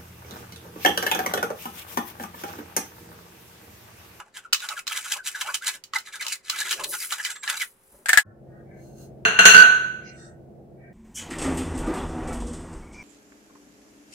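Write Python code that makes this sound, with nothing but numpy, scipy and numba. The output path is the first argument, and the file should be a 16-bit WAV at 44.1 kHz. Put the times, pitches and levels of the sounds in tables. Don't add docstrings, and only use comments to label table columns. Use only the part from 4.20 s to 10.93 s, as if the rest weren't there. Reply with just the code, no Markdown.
import sys
import numpy as np
from scipy import signal
from scipy.fft import rfft, irfft, next_fast_len
from scipy.io import wavfile
from scipy.ndimage import uniform_filter1d
from numba import njit

SR = 44100
rng = np.random.default_rng(int(sys.argv[2]) if len(sys.argv) > 2 else 0)


def generate_wav(signal):
    frames = np.transpose(np.atleast_2d(signal))
    scaled = np.clip(frames, -1, 1) * 32767
    pcm = np.round(scaled).astype(np.int16)
    wavfile.write(sys.argv[1], SR, pcm)


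N = 296793
TOP_HZ = 15750
TIME = np.arange(N) / SR
SIDES = np.array([[.5], [-.5]])


def undb(db):
    return 10 ** (np.asarray(db) / 20)


def unit(x):
    return x / np.sqrt(np.mean(x ** 2))


def curve(rows):
    return np.interp(TIME, *np.transpose(rows))


def colour(x, points, peaks=()):
    size = next_fast_len(x.shape[-1], True)
    f = np.fft.rfftfreq(size, 1 / SR)
    hz, db = np.transpose(points)
    shape = np.interp(np.log(f + 1), np.log(hz), db)
    for centre, width, lift, pan in peaks:
        shape = shape + (lift + pan * SIDES) / (1 + (2 * (f - centre) / width) ** 2)
    spectrum = rfft(x, size) * unit(undb(shape))
    return irfft(spectrum, size)[..., :x.shape[-1]]


def pair(size, alike_hz):
    f = np.fft.rfftfreq(size, 1 / SR)
    mid, side = rfft(rng.standard_normal((2, size)))
    apart = .05 + .95 * f ** 2 / (f ** 2 + alike_hz ** 2) + .7 / (1 + (f / 75) ** 4)
    return unit(irfft(mid * np.sqrt(2 - apart) + 2 * SIDES * side * np.sqrt(apart), size))


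def fade(t, t60):
    return undb(-60 * t / t60)


def add(out, s, sound):
    i = max(int(s * SR), 0)
    out[..., i:i + sound.shape[-1]] += sound[..., :N - i]


def grains(per_s, spread_db):
    size = undb(spread_db * np.clip(rng.standard_normal(N), -2, 2))
    return unit((rng.random(N) < per_s / SR) * size * rng.choice([-1, 1], N))


def walk(per_s):
    knots = np.arange(0, N / SR + 1, 1 / per_s)
    return 1.2 * np.interp(TIME, knots, rng.standard_normal(len(knots)))


def swells(rows):
    return sum(undb(db) * np.exp(-((TIME - s) / half) ** 2) for s, half, db in rows)


def brighten(x, db, corner_hz):
    low = signal.lfilter(*signal.butter(1, corner_hz, fs=SR), x)
    return low + undb(db) * (x - low)


@njit
def cavity(x, hz, q):
    y, b, l = np.empty(len(x)), 0., 0.
    for i in range(len(x)):
        g = np.tan(np.pi * hz[i] / SR)
        v = (b + g * (x[i] - l)) / (1 + g * (g + 1 / q))
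        b, l, y[i] = 2 * v - b, l + 2 * g * v, v
    return y


def chirp(hz, glide, cycles):
    t = TIME[:SR // 12]
    age = t * hz / cycles
    phase = 2 * np.pi * np.cumsum(hz * 2 ** (glide * t)) / SR
    return np.sin(phase) * np.exp(-age) * (1 - np.exp(-10 * age))


def blow(t, points, peaks, ring_t60, tail_db, tail_t60, alike_hz, contact_s=0.0003):
    envelope = np.hypot(fade(t, ring_t60), undb(tail_db) * fade(t, tail_t60)) * np.tanh(t / contact_s)
    return colour(pair(len(t), alike_hz), points, peaks) * envelope


def hum(lines):
    return sum(np.sqrt(2) * undb(db) * np.sin(2 * np.pi * (hz * TIME + rng.random())) for hz, db in lines)


# frequency in Hz, relative density in dB per Hz.
QUIET_COLOUR = [(25, 0), (100, -1.5), (250, 0), (390, -4.5), (520, -5.5), (900, -2.5), (2000, -8.5),
                (5000, -19), (15000, -32.5)]
# frequency in Hz, level in dB.
FAINT_HUM = [(383, -73), (439, -78), (532, -76)]


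def quiet_air(quiet_db=-65):
    return undb(quiet_db) * colour(pair(N, 500), QUIET_COLOUR) + hum(FAINT_HUM)


# peak in seconds, half length in seconds
# before the rise and fall factors, rasp in dB, treble lift in dB, squelch in dB, squelch pitch in Hz,
# delay of the sweep back in seconds, its squelch in dB, its pitch in Hz. Levels are relative.
STROKES = [(.002, 0.017, -44, -5, -37.5, 1330, 0.074, -58.5, 836),
           (0.174, 0.019, -40, 0, -41.5, 1575, 0.071, -56, 1360),
           (0.442, 0.019, -36.5, -0.5, -36, 1510, 0.071, -36.5, 1296),
           (0.583, 0.014, -37, 1, -41.5, 1416, 0.014, -73, 1300),
           (0.717, .025, -30.5, -4.5, -39, 1440, 0.016, -59, 1400),
           (0.771, 0.021, -32.5, 4.5, -32.5, 1700, 0.088, -40.5, 1590),
           (0.926, 0.02, -29, 5.5, -34.5, 1550, 0.037, -39.5, 1190),
           (1.077, 0.02, -33.5, 7, -39, 1650, 0.09, -38.5, 1620),
           (1.215, 0.016, -28.5, -4, -37, 1500, .069, -33, 1230),
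           (1.351, 0.01, -31.5, 7, -37.5, 1546, 0.098, -40, 1690),
           (1.485, .018, -27.5, 4.5, -30, 1674, 0.061, -43.5, 1700),
           (1.761, .014, -36, 9.5, -27, 1706, .03, -54, 1540),
           (1.878, 0.022, -50, 9.5, -42, 1830, .075, -40, 1820),
           (2.018, 0.013, -37, 3, -33.5, 1910, 0.04, -42, 1255),
           (2.128, 0.024, -36, 7.5, -35, 2240, 0.074, -63, 2090),
           (2.329, 0.053, -37.5, -8, -47, 1430, .044, -34.5, 1590),
           (2.402, 0.029, -29.5, 3.5, -37, 1780, 0.068, -32.5, 1760),
           (2.524, 0.015, -25, 4, -35, 1614, 0.08, -34.5, 1250),
           (2.642, 0.004, -23, 2.5, -45, 2220, .01, -55.5, 1800),
           (2.741, .014, -38.5, 9.5, -30.5, 1537, 0.087, -36.5, 2010),
           (2.928, 0.014, -28.5, 2, -30, 1560, .067, -37.5, 1516),
           (3.06, 0.02, -34.5, 5, -40, 1920, 0.044, -38, 1690),
           (3.163, 0.01, -46, 7.5, -40, 1780, 0.027, -65, 1600),
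           (3.24, 0.0079, -40, 7, -34.5, 1720, 0.038, -39.5, 1540),
           (3.298, 0.014, -26, 0, -27, 1740, 0.037, -33, 1616),
           (3.371, 0.0057, -32.5, 0.5, -42, 1670, 0.027, -52, 1520),
           (3.418, 0.015, -29, 2, -33.5, 1900, 0.021, -62, 1710)]


def sweeps(rise=1.2, fall=1, back_half_s=.022, back_rasp_db=-3):
    for s, half, dry_db, _, wet_db, hz, delay, back_db, back_hz in STROKES:
        yield s, rise * half, fall * half, wet_db, hz, dry_db
        yield s + delay, rise * back_half_s, fall * back_half_s, back_db, back_hz, back_db + back_rasp_db


def strokes(slips, wobble=0.083, wire_ratio=2.05, deep_share=0.605, deep_db=-11, pulp_lag=1.1,
            pocket_q=7, sag_octaves_per_s=7):
    pops = grains(1800, 5)
    squelch, wires, pressure, kneading = np.zeros((4, N))
    for s, rise, fall, wet_db, hz, dry_db in sweeps():
        span = slice(max(int((s - .1) * SR), 0), int((s + .1) * SR))
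        t = TIME[span] - s
        push = np.exp(-(t / np.where(t < 0, rise, fall)) ** 2)
        squeeze = np.exp(-(t / np.where(t < 0, rise, fall * pulp_lag)) ** 2)
        effort = np.sqrt(np.mean(push ** 2))
        waver = np.interp(t, np.linspace(-.1, .1, 16), rng.standard_normal(16))
        pitch = hz * 2 ** (-sag_octaves_per_s * t) * np.exp(wobble * waver)
        for share, db in ((1, 0), (deep_share, deep_db)):
            pocket = cavity(cavity(pops[span] * squeeze, share * pitch, pocket_q), share * pitch, 1.3)
            squelch[span] += unit(pocket) * effort * undb(wet_db + db)
        wire_pitch = wire_ratio * pitch * np.exp(-.2 * waver)
        wires[span] += unit(cavity(slips[span] * push, wire_pitch, 9.)) * effort * undb(dry_db)
        pressure[span] += (push * undb(dry_db)) ** 2
        kneading[span] += squeeze * undb(wet_db)
    return squelch, wires, pressure, kneading


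def bubbles(bubble_db=-1.5, cycles=6.5, sag=0.94, count=9):
    out = np.zeros(N)
    for s, rise, fall, wet_db, hz, _ in sweeps():
        for when, size, strength, slide in np.clip(rng.standard_normal((count, 4)), -1.7, 1.7):
            pitch = sag * hz * np.exp(.22 * size)
            at = s + 0.41 * when * (rise if when < 0 else fall)
            add(out, at, undb(wet_db + bubble_db + 2.4 * strength) * chirp(pitch, 8 * slide, cycles))
    return out


def pings(ping_db=-9, centre_hz=5200, spread=0.31, cycles=20, count=7):
    out = np.zeros(N)
    for s, rise, fall, _, _, dry_db in sweeps():
        for when, size, strength in np.clip(rng.standard_normal((count, 3)), -1.8, 1.8):
            pitch = min(centre_hz * np.exp(spread * size), TOP_HZ)
            at = s + .5 * when * (rise if when < 0 else fall)
            add(out, at, undb(dry_db + ping_db + 4.5 * strength) * chirp(pitch, 0, cycles))
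    return out


# frequency in Hz, relative density in dB per Hz.
RASP_COLOUR = [(40, -57), (300, -51), (900, -31.5), (1600, -2), (2500, 3), (3200, -10), (5000, -2.5),
               (7200, 4.5), (10000, -2), (15500, -14.5)]
# frequency in Hz,
# width in Hz, lift in dB, left minus right in dB.
MESH = [(1200, 660, 15.5, 3.5), (1780, 69, 0, 12.5), (2550, 45, 7, 2), (2977, 190, 7, -15.5),
        (4015, 96, 9.5, 3), (5220, 210, 0.5, -13.5), (6620, 85, 1.5, -11), (13800, 1500, 0, 8)]


def rasp(slips, wires, pressure, touching, drag_db=-46, wire_db=-4.0):
    drag = np.hypot(np.sqrt(pressure), undb(drag_db) * touching)
    sound = colour(slips * drag, RASP_COLOUR, MESH) + undb(wire_db) * wires + pings()
    return brighten(sound, curve([(s, treble_db) for s, _, _, treble_db, *_ in STROKES]), 4500)


# frequency in Hz, relative density in dB per Hz.
FIZZ_COLOUR = [(2000, -39), (4500, -12), (7500, -3), (10000, 4.5), (15500, -4)]
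# peak in seconds, half length in seconds, relative level in dB.
GUSHES = [(2.71, 0.034, -30), (2.83, 0.068, -35), (3.42, 0.046, -43), (3.48, 0.061, -55.5),
          (3.75, 0.14, -56.5)]


def fizz(catching, pressure, touching, squirt_db=-28, seep_db=-54):
    flow = undb(seep_db) * touching + swells(GUSHES)
    flow = flow + undb(squirt_db) * (pressure / pressure.max()) ** 0.79
    return colour(grains(6300, 4.3) * np.sqrt(catching) * flow, FIZZ_COLOUR, MESH)


# frequency in Hz, relative density in dB per Hz.
CHURN_COLOUR = [(80, -7), (200, -2.5), (290, 1), (380, 9), (470, -9), (700, -5), (1200, -6.5), (2500, -35)]
# frequency in Hz, width in Hz, lift in dB, left minus right in dB.
CUP = [(380, 25, 7.5, 2)]
# peak in seconds, half length in seconds, relative level in dB.
PRESSES = [(2.42, 0.059, -54.5), (2.63, 0.11, -46.5)]


def churn(kneading, knead_db=-36):
    return colour(grains(680, 3.8) * (undb(knead_db) * kneading + swells(PRESSES)), CHURN_COLOUR, CUP)


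# peak in seconds, half length in seconds, pitch in Hz at the
# peak before jitter, relative level in dB, glide in octaves per second.
PLOPS = [(0.257, 0.0057, 1330, -34.5, -3), (0.435, 0.013, 1480, -34, -1.5), (.52, 0.0099, 1350, -32, -19),
         (0.576, 0.011, 1480, -32, -15), (.716, 0.0094, 1290, -28, -9.5), (0.862, 0.0075, 1400, -32.5, 11),
         (0.999, 0.013, 1560, -34.5, -2), (1.156, 0.0089, 1610, -26, -9), (1.261, 0.018, 850, -39.5, 9.5),
         (1.292, .011, 1420, -28, 17.5), (1.432, 0.015, 1600, -34, 13.5),
         (1.739, 0.0034, 1150, -26.5, -23.5), (1.761, .008, 2000, -23, 11), (1.765, .014, 900, -41, -6.5),
         (1.947, .013, 1600, -36.5, -11), (2.01, 0.0088, 2050, -30, -16), (2.116, 0.017, 2700, -37, -12),
         (2.335, 0.0078, 1400, -32, -11), (2.421, .009, 1650, -27.5, -14), (3, .0045, 1720, -23, -17),
         (3.061, 0.013, 1950, -27, -35), (3.1, 0.016, 1550, -35, -13), (3.24, 0.0063, 1700, -33.5, -21.5),
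         (3.28, 0.0044, 1750, -24, -26), (3.421, 0.01, 1900, -24.5, -35.5)]


def plops(rough=.55, jitter=.035, flutter_per_s=330):
    out, flutter, waver = np.zeros(N), walk(flutter_per_s), walk(flutter_per_s)
    for s, half, hz, db, glide in PLOPS:
        span = slice(int((s - 3 * half) * SR), int((s + 3 * half) * SR))
        t = TIME[span] - s
        pitch = hz * 2 ** (glide * t) * np.exp(jitter * waver[span])
        envelope = undb(db) * np.exp(-(t / half) ** 2) * (1 + rough * flutter[span])
        out[span] += envelope * np.sin(2 * np.pi * np.cumsum(pitch) / SR)
    return out


# peak in seconds, half length in seconds, relative level in dB.
DRIBBLES = [(1.555, 0.022, -59), (1.745, 0.012, -57), (3.745, 0.014, -55), (3.79, 0.085, -58.5)]
# frequency in Hz, relative density in dB per Hz.
DRIBBLE_COLOUR = [(60, -21), (170, -9), (270, -2.5), (400, -2), (600, -8), (1500, -21), (4000, -41.5)]


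def dribbles():
    return colour(grains(1100, 2.5), DRIBBLE_COLOUR) * swells(DRIBBLES)


# time in seconds, central bubble pitch in Hz, relative level in dB.
GROAN = [(2.5, 505, -63), (2.56, 573, -48), (2.605, 760, -41.5), (2.645, 752, -41), (2.675, 510, -47.5),
         (2.705, 382, -47.5), (2.735, 330, -68)]


def gurgle(gurgle_db=2.5, scatter=.24, cycles=4.5, count=44):
    out = np.zeros(N)
    s, hz, db = np.transpose(GROAN)
    for k, (when, size) in enumerate(rng.uniform(-1.03, 1, (count, 2))):
        at = s[0] + (s[-1] - s[0]) * (k + when / 2) / count
        pitch = np.interp(at, s, hz) * np.exp(2 * scatter * size)
        add(out, at, undb(gurgle_db + np.interp(at, s, db)) * chirp(pitch, 0, cycles))
    return out


def squeal(hz=7600, q=60, peak_s=3.12, half_s=.17):
    pitch = np.full(N, float(hz))
    song = cavity(cavity(rng.standard_normal(N), pitch, float(q)), pitch, float(q))
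    return unit(song) * swells([(peak_s, half_s, -51)])


def room(x, early_db, early_t60, late_db, late_t60):
    t = TIME[:SR // 2]
    early = unit(fade(t, early_t60) * (t > .001)) * undb(early_db)
    late = unit(fade(t, late_t60) * (t > .008)) * undb(late_db)
    response = pair(len(t), 740) * np.hypot(early, late) / np.sqrt(len(t))
    response[[0, 1], [1, 0]] += 1
    response /= np.sqrt(np.sum(response ** 2) / 2)
    return signal.fftconvolve(np.broadcast_to(x, (2, N)), response, axes=1)[:, :N]


# start in seconds, end in seconds.
CONTACT = [(.41, .61), (.67, .99), (1.05, 1.385), (1.43, 1.56), (2.0, 2.16), (2.3, 2.655), (2.73, 3.13),
           (3.24, 3.45)]


def stirring(squelch_db=-3.0, rasp_db=-1.0, fizz_db=0, churn_db=-2):
    catching = unit(undb(3.5 * walk(190)))
    slips = grains(2200, 5.5) * catching
    squelch, wires, pressure, kneading = strokes(slips)
    touching = uniform_filter1d(sum(1. 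* ((TIME > a) & (TIME < b)) for a, b in CONTACT), SR // 50)
    pulp = undb(squelch_db) * squelch + undb(churn_db) * churn(kneading)
    pulp = pulp + gurgle() + dribbles() + plops() + bubbles()
    mesh = undb(rasp_db) * rasp(slips, wires, pressure, touching)
    mesh = mesh + undb(fizz_db) * fizz(catching, pressure, touching) + squeal()
    return room(pulp + mesh, early_db=-3.0, early_t60=.045, late_db=-8.5, late_t60=.12)


# start in seconds, level in dB, treble lift in dB,
# pitch in Hz of the part that rings.
TICKS = [(0.3269, -16.5, -3.5, 1423), (0.3308, -10.5, 3.5, 4850), (0.345, -16.5, -5, 2620),
         (0.3965, -36, -1, 3920), (0.403, -29, 0, 3620), (0.4881, -21.5, 0.5, 3920), (0.669, -23, -4, 4050),
         (0.677, -19, -1.5, 4100), (1.217, -21.5, -13, 3950), (1.343, -23, 5.5, 3180),
         (1.638, -44.5, 14, 4640), (1.7356, -21, -19, 1940), (1.785, -36, 11, 4170),
         (2.025, -21.5, -17, 4200), (2.066, -21.5, 0.5, 3000), (2.082, -30.5, 10.5, 2600),
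         (2.298, -15, 1, 4080), (2.493, -26.5, 1, 3830), (2.527, -16.5, -4, 2926), (2.923, -20.5, -3, 7330),
         (3.049, -20.5, 1.5, 3020), (3.2767, -20, -12, 1800), (3.405, -32, 7, 2140)]
# frequency in Hz, relative density in dB per Hz.
TICK_COLOUR = [(40, -59.5), (300, -37.5), (750, -19), (1200, -8.5), (2200, 3.5), (4000, 7.5), (7000, 6.5),
               (10000, -5), (15500, -4)]


def rim_ticks(ring_db=-5, ring_t60=0.052):
    out, t = np.zeros((2, N)), TIME[:SR // 4]
    for s, db, treble_db, hz in TICKS:
        crack = blow(t, TICK_COLOUR, MESH, ring_t60=0.024, tail_db=-10.0, tail_t60=0.14, alike_hz=921)
        ring = undb(ring_db) * np.sin(2 * np.pi * hz * t + SIDES) * fade(t, ring_t60) * np.tanh(t * hz)
        add(out, s, undb(db) * brighten(crack + ring, treble_db, 4000))
    return out


# peak in seconds, half length in seconds, relative level in dB,
# centre in Hz.
FLICKERS = [(4.09, 0.091, -62.5, 1400), (4.376, 0.067, -59.5, 1575), (4.555, 0.067, -58, 1880),
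            (5.886, 0.032, -51, 5340), (5.892, 0.073, -52.5, 2266), (6.024, 0.076, -55, 7490),
            (6.029, .06, -58.5, 4380), (6.046, 0.081, -55.5, 1530), (6.67, 0.062, -55.5, 1875)]
# start in seconds, pitch in Hz, relative level in dB.
BUMPS = [(3.723, 52.6, -56), (4.059, 103, -43)]


def bumps_and_flickers(cycles=15.0, spread=0.26, count=4):
    out, t = np.zeros((2, N)), TIME[:SR // 2]
    for s, half, db, hz in FLICKERS:
        hiss = rng.standard_normal((2, len(t))) ** 3
        flicker = 0
        for step in (np.arange(count) + rng.random(count)) * 2 / count - 1:
            pitch = np.full(len(t), hz * np.exp(spread * step))
            flicker = flicker + np.array([cavity(cavity(side, pitch, 22.), pitch, 22.) for side in hiss])
        add(out, s - t.mean(), undb(db) * unit(flicker) * np.exp(-((t - t.mean()) / half) ** 2))
    for s, hz, db in BUMPS:
        bump = chirp(hz, 0, cycles)
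        add(out, s, undb(db) * bump * np.linspace(2, 0, len(bump)))
    return out


# start in seconds, level in dB, treble lift in dB, frame ring in Hz,
# its t60 in seconds.
KNOCKS = [(3.8585, -18.5, -4, 1600, .04), (3.8852, -22, 9, 1900, .05), (3.8916, -8, 2, 1770, .045),
          (3.9309, -3.5, -4, 1745, .055), (3.9736, -2, 1.5, 1697, .062)]
# frequency in Hz, relative density in dB per Hz.
KNOCK_COLOUR = [(40, -38), (400, -39), (780, -19), (1100, -23.5), (1400, -10), (1700, -2), (2100, -11.5),
                (2800, -17.5), (4100, -18.5), (6000, -23), (8000, -13), (9200, -21.5), (12000, -23),
                (15500, -34)]


def knocks(frame_db=-1, frame_pan_db=4, crack_db=-2, echo_db=-7, upper_ratio=1.17, upper_db=-13):
    out, t = np.zeros((2, N)), TIME[:SR // 4]
    for s, db, treble_db, hz, frame_t60 in KNOCKS:
        envelope = fade(t, frame_t60) * np.tanh(t * hz)
        frame = np.sin(2 * np.pi * hz * t + SIDES) * envelope * undb(frame_db + frame_pan_db * SIDES)
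        frame += undb(upper_db) * np.sin(2 * np.pi * upper_ratio * hz * t - SIDES) * envelope
        crack = blow(t, KNOCK_COLOUR, (), ring_t60=0.03, tail_db=-9, tail_t60=.13, alike_hz=1200)
        knock = undb(db) * brighten(undb(crack_db) * crack + frame, treble_db, 3700)
        add(out, s, knock)
        add(out, s + .0095, undb(echo_db) * brighten(knock, -10, 3000))
    return out


# frequency in Hz, relative density in dB per Hz.
KITCHEN_COLOUR = [(25, -27), (55, -3), (110, -2.5), (210, -1), (275, -9), (360, -4), (520, -7), (700, -7),
                  (1000, -29.5), (1800, -36.5), (3500, -46.5), (15000, -49)]
# frequency in Hz, level in dB before the swell.
HUM = [(134.6, -52), (166.9, -81), (220.7, -59), (339.1, -56.5)]


def kitchen(air_db=-47):
    swell_db = curve([(4.05, -8.5), (4.3, -0.5), (4.9, 1), (5.9, -0.5), (6.7, -2)])
    return (undb(air_db) * colour(pair(N, 490), KITCHEN_COLOUR) + hum(HUM)) * undb(swell_db)


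# peak in seconds, half length in seconds, relative level in dB.
BRUSHES = [(4.66, 0.084, -61), (4.82, 0.054, -53.5)]
# frequency in Hz, relative density in dB per Hz.
BRUSH_COLOUR = [(500, 1), (2500, -17), (6500, -3), (15000, -7)]


def brushing(width_hz=260, lift_db=15):
    rim = [(hz, width_hz, lift_db, 0) for hz, *_ in DISH[:4]]
    return colour(pair(N, 700), BRUSH_COLOUR, rim) * swells(BRUSHES)


# start in seconds, level in dB, treble lift in dB, lift in dB of the
# first listed mode, lift in dB of the second.
CLATTER = [(5.051, -11.5, -10, -3, 2.5), (5.1895, -9, -1.5, 4.5, 7.5), (5.2537, -6, 7.5, 2.5, -7.5),
           (5.3025, -18.5, 1, -1.5, 9.5), (5.3444, -10, -4.5, 10.5, -6), (5.378, -16.5, -17, 9, -1.5),
           (5.399, -15.5, -20, 10, 3), (5.4215, -26.5, -15.5, 12.5, 1), (5.4539, -34.5, -23, 14, -3),
           (5.498, -37.5, -6, 4, 12.5)]
# frequency in Hz, relative level in dB, t60 in seconds,
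# left minus right in dB.
DISH = [(1510, -4.7, .7, -6), (2763, -8, .68, 6), (4222, -18, .58, 4), (6404, -17.5, .6, 4),
        (188, -21, .3, 0), (439, -21, .55, 3), (679, -20, .5, 4), (1408, -16, .45, -2), (1465, -14, .4, 0),
        (1545, -14, .42, -2), (1601, -13, .45, -2), (1636, -15, .4, -2), (1841, -19, .4, -6),
        (1920, -18, .4, 0), (2513, -25, .42, 0), (2728, -13, .4, 3), (2838, -18, .5, 2), (2876, -18, .5, 2),
        (2905, -19, .45, 2), (3190, -22, .5, 0), (3596, -24, .32, 0), (4162, -21, .5, 2),
        (4600, -29, .35, 0), (5712, -26, .55, 5), (5792, -26, .45, 2), (6361, -20, .5, 4),
        (6562, -23, .4, 3), (6698, -23, .45, 2), (6850, -24, .45, 2), (8010, -28, .38, 0),
        (9000, -29, .3, 0), (9210, -30, .3, -3), (9990, -33, .36, 0), (11210, -35, .28, 0),
        (12200, -31, .38, 4), (14080, -39, .42, 3)]
# frequency in Hz, relative density in dB per Hz.
DISH_COLOUR = [(40, -30), (190, -16.5), (300, -15), (1000, -8.5), (1500, 5), (2200, -7), (2800, 0.5),
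               (3700, -12.5), (4250, -5), (5100, -37.5), (6400, -2.5), (7800, -24.5), (9300, -16),
               (11200, -40.5), (12200, -21), (13300, -36.5), (15500, -35)]


def dish(ring_db=-2.0, crack_db=-1.5, damping_db_per_s=44, strike=1.0, strike_t60=.09, build_s=0.0066,
         uneven=.95):
    out, t = np.zeros((2, N)), TIME[:SR]
    knots = np.arange(170) / 170
    rings = [fade(t, t60) * undb(ring_db + mode_db + pan_db * SIDES) for _, mode_db, t60, pan_db in DISH]
    direct, reflected = 1 + strike * fade(t, strike_t60), uneven * np.tanh(t / build_s)
    for s, db, treble_db, first_db, second_db in CLATTER:
        crack = blow(t, DISH_COLOUR, (), ring_t60=0.046, tail_db=-5.0, tail_t60=0.7, alike_hz=900)
        sound = undb(crack_db) * brighten(crack, -damping_db_per_s * t, 5000)
        for k, (hz, *_) in enumerate(DISH):
            apart = min(hz / 1500, 1)
            mid, side = rng.standard_normal((2, len(knots)))
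            wander = (mid + 2 * SIDES * apart * side) / np.hypot(1, apart)
            echoes = np.array([np.interp(t, knots, row) for row in wander])
            phase = hz * t + rng.random() + SIDES * apart * rng.uniform(.2, .35) * (-1) ** k
            ring = np.sin(np.float32(2 * np.pi * phase)) * (direct + reflected * echoes) * np.minimum(t * hz, 1)
            sound += ring * rings[k] * undb(first_db * (k == 0) + second_db * (k == 1))
        add(out, s, undb(db) * brighten(sound, treble_db, 3300))
    return out


def chatter(level_db=-21, start_s=5.262, length_s=.19, fall_db=14, count=16):
    out, t = np.zeros((2, N)), TIME[:SR // 20]
    for when, size in rng.random((count, 2)):
        contact = blow(t, DISH_COLOUR, (), ring_t60=.016, tail_db=-25, tail_t60=.05, alike_hz=700)
        gain = undb(level_db + 8 * size - fall_db * when)
        add(out, start_s + length_s * when, gain * brighten(contact, 4, 3300))
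    return out


def scene(cut_s=4.035, resume_s=4.05):
    before = np.clip((cut_s - TIME) / .03, 0, 1)
    after = np.clip((TIME - resume_s) / .004, 0, 1)
    straining = quiet_air() + stirring() + rim_ticks() + knocks()
    setting_down = kitchen() + brushing() + dish() + chatter()
    return straining * before + setting_down * after + bumps_and_flickers()


def record(dry):
    low_pass = signal.ellip(10, .2, 70, TOP_HZ, fs=SR, output="sos")
    return signal.sosfilt(low_pass, np.clip(dry, -1, 1))


dry = scene()
out = record(dry)
generate_wav(out)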